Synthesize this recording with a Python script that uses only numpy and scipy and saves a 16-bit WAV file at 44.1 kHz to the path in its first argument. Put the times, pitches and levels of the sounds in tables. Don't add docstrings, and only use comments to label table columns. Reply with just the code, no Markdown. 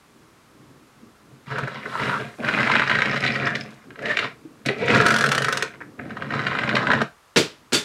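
import sys
import numpy as np
from scipy import signal
from scipy.fft import rfft, irfft
from scipy.io import wavfile
from scipy.ndimage import uniform_filter1d

SR = 44100
rng = np.random.default_rng(int(sys.argv[2]) if len(sys.argv) > 2 else 0)


def pcm_store(signal):
    levels = np.round(np.clip(np.atleast_2d(signal), -1, 1) * 32767)
    wavfile.write(sys.argv[1], SR, levels.astype(np.int16).T)


N = 345744


def undb(db):
    return 10 ** (np.asarray(db) / 20)


def unit(x):
    return x / np.sqrt(np.sum(x ** 2))


def convolve(x, response):
    return signal.fftconvolve(x, response)[:N]


def colour(spectrum, size=4096):
    hz, db = np.transpose(spectrum)
    grid = np.maximum(np.fft.rfftfreq(size, 1 / SR), 1)
    magnitude = undb(np.interp(np.log(grid), np.log(hz), db))
    cepstrum = irfft(np.log(magnitude))
    cepstrum[1:size // 2] *= 2
    cepstrum[size // 2 + 1:] = 0
    return unit(irfft(np.exp(rfft(cepstrum))))


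def noise(spectrum):
    return convolve(rng.standard_normal(N), colour(spectrum))


def band(x, hz, width_hz):
    edges = [max(hz - width_hz / 2, 50), hz + width_hz / 2]
    sos = signal.butter(1, edges, "band", fs=SR, output="sos")
    passed = signal.sosfilt(sos, signal.sosfilt(sos, x))
    return passed / np.std(passed)


def drift(rate):
    step = int(SR / rate)
    held = np.repeat(rng.standard_normal(N // step + 1), step)
    return uniform_filter1d(held, step)[:N]


def swells(strokes):
    t = np.arange(N) / SR
    return sum(undb(db) * np.exp(-(2 * (t - middle) / length) ** 2) for middle, length, db in strokes)


def pulses(times, sizes):
    return np.bincount(np.clip(times * SR, 0, N - 1).astype(int), sizes, N)


def fade(t60):
    return np.exp(-np.log(1000) * np.arange(SR // 2) / SR / t60)


def ring(hz, t60, rise_cycles=0.62):
    t = np.arange(SR // 2) / SR
    swell = 1 - np.exp(-(t * hz / rise_cycles) ** 2)
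    return unit(swell * fade(t60) * np.sin(2 * np.pi * hz * t))


def strike(times, sizes, modes, scatter, centre_hz=None, focus_db=9):
    hz, width, db = np.transpose(modes)
    weights = undb(db) * (1 + scatter * rng.standard_normal((len(times), len(modes))))
    if centre_hz is not None:
        octaves_away = np.log2(hz / np.reshape(centre_hz, (-1, 1)))
        weights *= undb(-focus_db * octaves_away ** 2)
    weights *= (sizes / np.linalg.norm(weights, axis=1))[:, None]
    t60 = np.log(1000) / (np.pi * width)
    return sum((-1) ** k * convolve(pulses(times, weights[:, k]), ring(hz[k], t60[k]))
               for k in range(len(modes)))


def bursts(times, sizes, spectrum, t60, rise_s=0.00074):
    out = np.zeros(N + SR)
    envelope = fade(t60) * (1 - np.exp(-np.arange(SR // 2) / SR / rise_s))
    for start, size in zip((times * SR).astype(int), sizes):
        out[start:start + SR // 2] += size * unit(envelope * rng.standard_normal(SR // 2))
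    return convolve(out, colour(spectrum))


# f/Hz, level/dB (levels in all tables are relative)
ROOM_SPECTRUM = [(25, -11), (70, -3), (130, -12), (260, -16), (450, -12), (800, -11.5), (1150, -7),
                 (1600, -12.5), (3000, -19), (8000, -25), (12000, -29), (15500, -38)]
def room_tone(level_db=-56):
    return undb(level_db) * noise(ROOM_SPECTRUM)


# middle t/s, length/s, level/dB
ARM_STROKES = [(.2, 0.35, -51), (.68, 0.43, -47), (1.05, 0.14, -48), (1.33, 0.28, -48.5),
               (3.9, 0.086, -40.5), (4.5, 1, -47), (5.87, 0.32, -42), (7.63, 0.21, -54.5)]
# f/Hz, level/dB
RUB_SPECTRUM = [(40, -25), (90, -10), (130, 0), (170, -5), (270, -2), (450, -10), (800, -26), (3000, -70)]
def arm_rubs(gain_db=-3):
    return swells(ARM_STROKES) * undb(gain_db) * noise(RUB_SPECTRUM)


# f/Hz, bandwidth/Hz, level/dB
TABLE_MODES = [(125, 24, 0), (141, 13, 2.5), (182, 14, -7), (221, 24, 2.5), (268, 16, -7), (322, 16, -6.5)]
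# t/s, level/dB, ring centre f/Hz
ARM_BUMPS = [(1.025, -31.5, 270), (1.32, -33, 140), (1.469, -23, 156), (1.506, -15.5, 133),
             (1.622, -11.5, 142), (2.385, -29, 405), (4.45, -25, 388), (4.657, -9, 133), (4.663, -13, 272)]
def arm_bumps(gain_db=17):
    times, db, centre = np.transpose(ARM_BUMPS)
    return strike(times, undb(db + gain_db), TABLE_MODES, scatter=0.15, centre_hz=centre, focus_db=51)


# f/Hz, bandwidth/Hz, level/dB
SHELL_MODES = [(1037, 130, 4), (1230, 160, -23), (1289, 200, 5.5), (1583, 324, 11.5), (1917, 96, 6),
               (2034, 150, 8.5), (2396, 250, 13)]
CHASSIS_MODES = [(2520, 790, -13.5), (2660, 92, -22), (2820, 210, -2), (3250, 290, -7.5), (3535, 58, -12),
                 (3904, 280, -6.5), (4640, 120, -16), (5230, 450, -14)]
GEARBOX_MODES = [(382.5, 30, 1), (437.6, 31, 8.5), (519, 17, 0.5), (591, 78, 6.5), (704, 45, 4),
                 (761, 15, -7.5)]
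# f/Hz, level/dB
GRIT_SPECTRUM = [(300, -13), (1500, -13), (2400, -18), (4000, 1.5), (5300, -16), (7000, -13), (10000, -24),
                 (15000, -45)]
# t/s, chatter level/dB, rumble level/dB, shell ring centre f/Hz
MOVES = [
    [(1.46, -55, -58, 1400), (1.525, -41.5, -34, 1330), (1.654, -46, -34.5, 1440),
     (1.754, -44, -40.5, 1220), (1.812, -50, -43, 1490), (1.868, -46.5, -33, 1600),
     (1.91, -43.5, -40.5, 1210), (2.038, -34, -26, 1440), (2.244, -46, -35, 1400), (2.36, -58.5, -52, 1560)],
    [(2.37, -64, -59, 1520), (2.386, -52.5, -28.5, 1680), (2.476, -31, -26.5, 1510),
     (2.62, -28, -23.5, 1430), (2.79, -28.5, -26, 1620), (2.868, -33.5, -33, 1390),
     (2.93, -29, -25.5, 1590), (3.186, -36, -28, 1680), (3.252, -33, -27, 1860), (3.44, -35, -24.5, 1630),
     (3.594, -49.5, -32, 1720), (3.85, -65, -58, 1300)],
    [(3.96, -72, -47, 1550), (4.06, -43, -29, 1950), (4.11, -31, -28.5, 1740), (4.16, -44, -41, 1800),
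     (4.24, -34.5, -34, 1730), (4.36, -71, -64, 1580)],
    [(4.655, -41, -37, 1980), (4.7, -43, -39, 1980), (4.76, -50.5, -39, 1970), (4.85, -37.5, -31.5, 2040),
     (4.94, -27, -23, 1800), (5.06, -35, -26.5, 1490)],
    [(5.06, -28, -28.5, 1380), (5.3, -51, -31, 1420), (5.63, -41, -43, 1456), (5.76, -56, -54, 1440)],
    [(5.98, -64, -35, 1530), (6.01, -56.5, -36, 1480), (6.284, -45, -34.5, 1450), (6.348, -35, -29.5, 1420),
     (6.504, -35.5, -30.5, 1430), (6.782, -33, -28, 1280), (6.93, -34.5, -25.5, 1180),
     (6.99, -34, -26.5, 1080), (7.03, -49, -34, 1400)],
]
# chassis level/dB, gearbox level/dB, table level/dB, contact rate/Hz, spread/dB
LOADS = [(-4.5, -4.5, -4, 700, 3.2), (-8.5, -6.5, -3.5, 380, 3.5), (-4, -2, -4.5, 700, 3),
         (-5, 2, 2, 520, 2.5), (-10, 1, 1, 400, 6), (-9, -5, 0, 380, 3.5)]
def rolling(shell_db=5, gearbox_db=-2, hiss_db=-8, wander_octaves=0.35, swell_db=1.5, swell_hz=18):
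    contacts, hiss_gain = [], 0
    t = np.arange(N) / SR
    for move, (chassis, gearbox, table, rate, spread_db) in zip(MOVES, LOADS):
        knots, chatter, rumble, centre = np.transpose(move)
        times = np.arange(knots[0], knots[-1], 1 / rate)
        times = times + rng.uniform(-1, 1, len(times)) / rate
        sizes = undb(spread_db * np.minimum(rng.exponential(size=len(times)), 3.2))
        sizes *= np.sqrt(SR / rate / np.mean(sizes ** 2))
        curves = centre, chatter, chatter + chassis, rumble + gearbox, rumble + table
        contacts.append([times, sizes] + [np.interp(times, knots, curve) for curve in curves])
        hiss_gain += undb(np.interp(t, knots, chatter + chassis + hiss_db, left=-np.inf, right=-np.inf))
    times, sizes, centre, shell, chassis, gearbox, table = np.hstack(contacts)
    load = undb(swell_db * drift(swell_hz)[(times * SR).astype(int)])
    sizes = sizes * rng.choice([-1, 1], len(times)) * load
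    centre = centre * 2 ** (wander_octaves * rng.standard_normal(len(times)))
    out = strike(times, sizes * undb(shell + shell_db), SHELL_MODES,
                 scatter=1, centre_hz=centre, focus_db=43)
    out += strike(times, sizes * undb(chassis), CHASSIS_MODES, scatter=6.2)
    out += strike(times, sizes * undb(gearbox + gearbox_db), GEARBOX_MODES, scatter=1)
    out += strike(times, sizes * undb(table), TABLE_MODES, scatter=0.78)
    return out + hiss_gain * noise(GRIT_SPECTRUM)


# f/Hz, level/dB
SNAP_SPECTRUM = [(500, -67), (2000, 0), (3500, 1), (6000, -5.5), (7000, -9), (9300, -12), (11000, -18.5),
                 (15500, -30)]
# start t/s, length/s, level/dB, ring centre f/Hz, nail click level/dB
FINGER_GRABS = [(1.503, 0.021, -12.5, 1500, -32), (1.557, 0.011, -14, 1390, -45),
                (1.579, 0.018, -6.5, 1130, -21), (1.633, 0.006, -15.5, 1700, -32),
                (1.673, 0.013, -11, 1300, -29), (1.827, 0.014, -19, 1700, -43),
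                (1.855, .008, -12.5, 1450, -35), (4.019, 0.012, -21, 1750, -30),
                (5.805, 0.017, -15, 1400, -42), (5.99, .014, -16, 1480, -48)]
def finger_grabs(count=14, shell_db=10, gearbox_db=1, click_db=8, click_t60=0.051):
    start, length, db, centre, _ = np.repeat(FINGER_GRABS, count, axis=0).T
    times = start + length * rng.uniform(0, 1, len(start))
    sizes = undb(db) * rng.choice([-1, 1], len(start)) / np.sqrt(count)
    out = strike(times, sizes * undb(shell_db), SHELL_MODES, scatter=0.69, centre_hz=centre, focus_db=37)
    out += strike(times, sizes * undb(gearbox_db), GEARBOX_MODES, scatter=0.8)
    start, length, _, _, click = np.transpose(FINGER_GRABS)
    return out + bursts(start + length / 4, undb(click + click_db), SNAP_SPECTRUM, click_t60)


# middle t/s, length/s, level/dB
PALM_STROKES = [(2.06, 0.38, -51), (2.56, 0.43, -54)]
def palm_slides(gain_db=-3, band_hz=(4500, 10500)):
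    treble = signal.butter(2, band_hz, "band", fs=SR, output="sos")
    hiss = signal.sosfilt(treble, rng.standard_normal(N))
    return swells(PALM_STROKES) * undb(gain_db) * hiss / np.std(hiss)


# t/s, tooth f/Hz, hum level/dB, whine level/dB
GEAR_PUSHES = [
    [(1.92, 402.6, -56, -31), (2.01, 473.3, -50, -31), (2.04, 494, -48, -42), (2.12, 476.6, -48, -24),
     (2.165, 415, -54, -23), (2.23, 389, -29, -71)],
    [(3.36, 551, -33, -44), (3.475, 579.5, -48, -24), (3.54, 598, -42, -30.5), (3.62, 576, -48, -42)],
    [(4.02, 520.3, -36, -41), (4.06, 619, -34, -26.5), (4.09, 630, -30, -31.5), (4.112, 590, -27, -15.5),
     (4.14, 557, -39, -37), (4.16, 536, -46, -44)],
    [(4.7, 387.6, -21.5, -45), (4.77, 421.4, -46, -44), (4.829, 463, -21, -55), (4.875, 494.4, -34, -47),
     (4.9, 485.6, -21, -32), (4.96, 479.7, -38, -25), (5.09, 489.5, -34, -21), (5.3, 468.7, -42, -41),
     (5.66, 443.7, -44, -57)],
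]
def gear_whirr(jitter=0.0598, uneven_db=3, hum_width_hz=300, whine_width_hz=520, hum_db=-1, whine_db=-2):
    out = np.zeros(N)
    for push in GEAR_PUSHES:
        knots, hz, hum, whine = np.transpose(push)
        span = np.arange(int(knots[0] * SR), int(knots[-1] * SR))
        t = span / SR
        teeth_passed = np.cumsum(np.interp(t, knots, hz)) / SR
        gap_error, force_error = rng.standard_normal((int(teeth_passed[-1]), 2)).T
        times = np.interp(np.cumsum(1 + jitter * gap_error), teeth_passed, t)
        teeth = pulses(times, undb(uneven_db * force_error))[span]
        mesh_hz = np.mean(hz)
        out[span] += band(teeth, mesh_hz, hum_width_hz) * undb(np.interp(t, knots, hum) + hum_db)
        whine_gain = undb(np.interp(t, knots, whine) + whine_db)
        out[span] += band(teeth, 3 * mesh_hz, whine_width_hz) * whine_gain
    return out


# t/s, level/dB, ring centre f/Hz
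AXLE_KNOCKS = [(1.954, -13.5, 1030), (1.999, -12, 1240), (2.095, -9.5, 1300), (2.447, -14, 1540),
               (2.487, -6.5, 1450), (2.543, -16, 1480), (2.576, -9.5, 1370), (2.604, -10.5, 1670),
               (2.612, -20, 1680), (2.662, -16, 1450), (2.673, -6.5, 1450), (2.699, -5.5, 1290),
               (2.716, -5, 1620), (2.739, -17, 1600), (2.754, -2, 1510), (2.795, -4, 1520),
               (2.82, -6.5, 1350), (2.837, -14, 1550), (2.875, -10.5, 1455), (2.897, -7, 1760),
               (2.913, -6, 1490), (2.933, -17, 1526), (2.953, -7.5, 1550), (2.988, -6, 1450),
               (3.004, -12.5, 1534), (3.02, -4, 1470), (3.057, -13, 1690), (3.131, -14.5, 1590),
               (3.162, -12.5, 1740), (3.176, -15.5, 1720), (3.238, -9.5, 1800), (3.263, -12.5, 2100),
               (3.277, -12, 1990), (3.357, -12.5, 1750), (3.47, -8, 1630), (3.553, -12, 1900),
               (3.61, -24, 2010), (3.906, -30, 1500), (3.958, -29.5, 1420), (3.991, -23, 1490),
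               (4.057, -15.5, 1930), (4.171, -7, 1870), (4.19, -6.5, 1820), (4.661, -15, 1980),
               (4.687, -8, 1820), (4.882, -8, 1600), (4.902, -4.5, 1620), (4.913, -10, 1550),
               (4.943, -7, 1420), (4.96, -4.5, 1360), (5.002, -2, 1340), (5.02, -8, 1430),
               (6.106, -21.5, 1310), (6.169, -18, 1320), (6.222, -14.5, 1350), (6.306, -15.5, 1430),
               (6.338, -11.5, 1440), (6.393, -12, 1440), (6.468, -7.5, 1610), (6.551, -12.5, 1440),
               (6.588, -11, 1680), (6.635, -9, 1510), (6.692, -9, 1690), (6.753, -8.5, 2100),
               (6.767, -3, 1590), (6.792, -15, 1460), (6.8702, -7.5, 1420), (6.903, -3, 1180),
               (6.916, -3.5, 1480), (6.934, -3, 1370), (7.007, -12, 1310), (7.0165, -6.5, 1380)]
def axle_knocks(shell_db=12.5, crack_db=-6.5, crack_t60=0.046, bright_db_per_octave=18,
                graze_s=0.0037, graze_db=-14, rebound_s=0.0027, rebound_db=-3):
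    times, db, centre = np.transpose(AXLE_KNOCKS)
    bright = bright_db_per_octave * np.log2(centre / np.mean(centre))
    rebounds = times + rebound_s * rng.uniform(0.715, 1.6, len(times))
    grazes = times - graze_s * rng.uniform(0.506, 1.5, len(times))
    hits = np.r_[grazes, times, rebounds]
    hit_db = np.r_[db + graze_db, db, db + rebound_db]
    out = strike(hits, undb(hit_db + shell_db), SHELL_MODES,
                 scatter=1, centre_hz=np.tile(centre, 3), focus_db=43)
    out += strike(hits, undb(hit_db + np.tile(bright, 3)), CHASSIS_MODES, scatter=1)
    out += strike(times, undb(db), GEARBOX_MODES, scatter=1)
    return out + bursts(times, undb(db + bright + crack_db), GRIT_SPECTRUM, crack_t60)


# f/Hz, bandwidth/Hz, level/dB
AXLE_MODES = [(3160, 30, 0), (3290, 20, -9), (3460, 16, 6), (3520, 10, 5), (3580, 15, 4), (3640, 18, 0),
              (4430, 14, -4), (4667, 18, -1), (4560, 21, 15), (5002, 18, -1), (5110, 230, 8),
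              (5370, 130, 2), (5968, 20, 7)]
# t/s, level/dB
AXLE_PINGS = [(2.717, -31), (2.7545, -29), (2.8787, -22), (3.0948, -28), (3.1127, -21), (3.2055, -22),
              (3.2634, -30), (3.3207, -21), (3.341, -24), (3.4574, -21), (3.5527, -30), (3.6101, -20.5)]
def axle_pings(gain_db=10):
    times, db = np.transpose(AXLE_PINGS)
    return strike(times, undb(db + gain_db), AXLE_MODES, scatter=0.61, centre_hz=5250, focus_db=400)


# middle t/s, length/s, level/dB
GEAR_STRAINS = [(3.3, 0.72, -50.5), (4.98, 0.31, -40.5)]
# f/Hz, level/dB
TICK_SPECTRUM = [(800, -23), (2500, -1), (4000, 2), (5100, -2), (6500, -3), (10000, -15), (15000, -30)]
def gear_crackle(rate=110, spread_db=4, t60=0.014):
    times = rng.uniform(0, N / SR, int(rate * N / SR))
    sizes = undb(spread_db * np.minimum(rng.exponential(size=len(times)), 3))
    envelope = convolve(pulses(times, sizes), fade(t60))
    ticks = convolve(envelope * rng.standard_normal(N), colour(TICK_SPECTRUM))
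    return ticks / np.std(ticks) * swells(GEAR_STRAINS)


# t/s, level/dB, relative snap level/dB
WHEEL_DROPS = [(4.66, -10, 7), (4.687, -7.5, -17), (6.74, -4, -32), (7.016, -2.5, -8)]
def wheel_drops(thump_db=8, snap_t60=0.046):
    times, db, snap = np.transpose(WHEEL_DROPS)
    sizes = undb(db + thump_db)
    out = strike(times, sizes, TABLE_MODES, scatter=0.14, centre_hz=240, focus_db=13)
    out += strike(times, sizes, GEARBOX_MODES, scatter=0.3)
    return out + bursts(times, undb(db + snap), SNAP_SPECTRUM, snap_t60)


# middle t/s, length/s, level/dB
TYRE_SKIDS = [(4.735, 0.035, -41), (4.83, .06, -41), (4.9, .05, -39)]
def tyre_skids(rate=900, gain_db=24):
    times = rng.uniform(0, (N - 1) / SR, int(rate * N / SR))
    envelope = swells(TYRE_SKIDS)[(times * SR).astype(int)]
    sizes = rng.standard_normal(len(times)) * envelope * undb(gain_db)
    return strike(times, sizes, SHELL_MODES, scatter=0.58, centre_hz=2250, focus_db=120)


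# t/s, snap level/dB, shell level/dB
CLUTCH_TEETH = [(5.063, -19.5, -12), (5.082, -25, -16), (5.1051, -24, -14.5), (5.1203, -29, -23),
                (5.1403, -25.5, -14.5), (5.162, -23, -14), (5.185, -24.5, -21), (5.2087, -24.5, -14),
                (5.2233, -31, -19), (5.2397, -25.5, -11), (5.2608, -25, -21), (5.289, -26.5, -19),
                (5.3168, -21, -15), (5.3282, -33, -18.5), (5.3487, -24.5, -16.5), (5.3794, -23, -14),
                (5.4201, -27.5, -18), (5.445, -25.5, -17.5), (5.4838, -28, -13.5), (5.5252, -22.5, -17),
                (5.5718, -24, -19.5), (5.624, -23.5, -15)]
def pawl_scrapes(count=9, lead_s=0.012, gain_db=-1, grit_t60=0.012):
    snap_times, snap, shell = np.repeat(CLUTCH_TEETH, count, axis=0).T
    times = snap_times - lead_s * rng.exponential(size=len(snap_times))
    sizes = undb(gain_db) * rng.standard_normal(len(times))
    out = strike(times, sizes * undb(shell), SHELL_MODES, scatter=1, centre_hz=1550, focus_db=37)
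    out += strike(times, sizes * undb(snap), CHASSIS_MODES, scatter=1)
    return out + bursts(times, sizes * undb(snap), SNAP_SPECTRUM, grit_t60)


# f/Hz, bandwidth/Hz, level/dB
BODY_MODES = [(464.5, 23.9, -5.5), (1338, 50, 3), (1465, 24, 0), (1820, 42, -13), (2310, 28.6, -14)]
def ratchet(shell_db=20, gearbox_db=11, body_db=20, snap_db=23.5, snap_t60=0.017,
            seat_s=0.003, seat_db=-4, rattle_count=4, rattle_s=0.015, rattle_db=-18):
    times, snap, shell = np.transpose(CLUTCH_TEETH)
    seated = times + seat_s * rng.uniform(0.503, 2.0, len(times))
    rattles = (times + rattle_s * rng.uniform(0.201, 1, (rattle_count, len(times)))).ravel()
    hits = np.r_[times, seated, rattles]
    hit_db = np.r_[shell, shell + seat_db, np.tile(shell, rattle_count) + rattle_db]
    out = strike(hits, undb(hit_db + shell_db), SHELL_MODES, scatter=1, centre_hz=1430, focus_db=62)
    out += strike(hits, undb(hit_db + gearbox_db), GEARBOX_MODES, scatter=0.47)
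    out += strike(times, undb(shell + body_db), BODY_MODES, scatter=0.54)
    snap_sizes = undb(np.r_[snap, snap + seat_db] + snap_db)
    return out + bursts(np.r_[times, seated], snap_sizes, SNAP_SPECTRUM, snap_t60, rise_s=0.0012)


# f/Hz, level/dB
CRASH_SPECTRUM = [(300, -48), (900, -17.5), (1600, -13.5), (2500, -13), (3600, -13), (4900, -15.5),
                  (6000, -23), (9000, -38), (15000, -54)]
THUD_SPECTRUM = [(40, -72), (90, -20), (150, -12), (260, -11), (420, -7), (650, -19), (900, -34),
                 (2000, -53)]
SPLINTER_SPECTRUM = [(2000, -15), (3500, -22), (6000, 2), (7600, 1), (10000, -7), (13000, -16),
                     (15500, -36)]
# f/Hz, level/dB, T60/s
FLOOR_MODES = [(249.6, 11.5, 0.18), (408, 11.5, 0.13), (461, 7, 0.11), (675, 3, 0.079), (1427, 7.5, 0.18),
               (1617, 6, 0.13)]
# t/s, level/dB, relative level/dB of thud, splinter, crack and axle ring,
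# axle ring centre f/Hz
FLOOR_HITS = [(7.360, -3, 1, -15, -6, -17, 4700), (7.369, -6, 5.5, 4.5, 3.5, -1, 4200),
              (7.722, -13, 3.5, -5, -11, -15, 3600), (7.730, -8.5, -6, 9, -1, -6, 3500),
              (7.744, -9.5, 0, 6.5, 2, 6, 3400), (7.767, -24, 3, 0, -4, 10, 3400)]
def floor_crash(crash_db=17, crack_db=12, thud_db=15, splinter_db=6, axle_db=14, floor_db=14):
    times, db, thud, splinter, crack, axle, centre = np.transpose(FLOOR_HITS)
    out = bursts(times, undb(db + crash_db), CRASH_SPECTRUM, t60=0.28)
    out += bursts(times, undb(db + crack + crack_db), CRASH_SPECTRUM, t60=0.078)
    out += bursts(times, undb(db + thud + thud_db), THUD_SPECTRUM, t60=0.24)
    out += bursts(times, undb(db + splinter + splinter_db), SPLINTER_SPECTRUM, t60=0.23)
    out += strike(times, undb(db + axle + axle_db), AXLE_MODES,
                  scatter=0.32, centre_hz=centre, focus_db=27)
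    floor = unit(sum(undb(mode_db) * ring(hz, t60) for hz, mode_db, t60 in FLOOR_MODES))
    return out + convolve(pulses(times, undb(db + floor_db)), floor)


def room(x, wet_db=-6, t60=0.21, rise_s=0.00094, band_hz=(450, 10000), patterns=6, shift_hz=5):
    build_up = 1 - np.exp(-(np.arange(SR // 2) / SR / rise_s) ** 2)
    envelope = build_up * fade(t60)
    shares = np.array([drift(shift_hz) for _ in range(patterns)])
    shares /= np.linalg.norm(shares, axis=0)
    echoes = sum(convolve(x * share, unit(envelope * rng.standard_normal(SR // 2))) for share in shares)
    walls = signal.butter(2, band_hz, "band", fs=SR, output="sos")
    return x + undb(wet_db) * signal.sosfilt(walls, echoes)


def scene():
    wheels = rolling() + axle_knocks() + axle_pings() + wheel_drops() + tyre_skids()
    motor = gear_crackle() + gear_whirr() + ratchet() + pawl_scrapes()
    hands = finger_grabs() + arm_bumps() + arm_rubs() + palm_slides()
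    return (room(wheels + motor + hands) + floor_crash() + room_tone())[None]


def record(dry, bass_hz=70, top_hz=15700):
    high_pass = signal.butter(1, bass_hz, "high", fs=SR, output="sos")
    low_pass = signal.ellip(8, 0.2, 70, top_hz, fs=SR, output="sos")
    rounded = np.tanh(signal.sosfilt(high_pass, dry))
    return signal.sosfilt(low_pass, rounded)


dry = scene()
out = record(dry)
pcm_store(out)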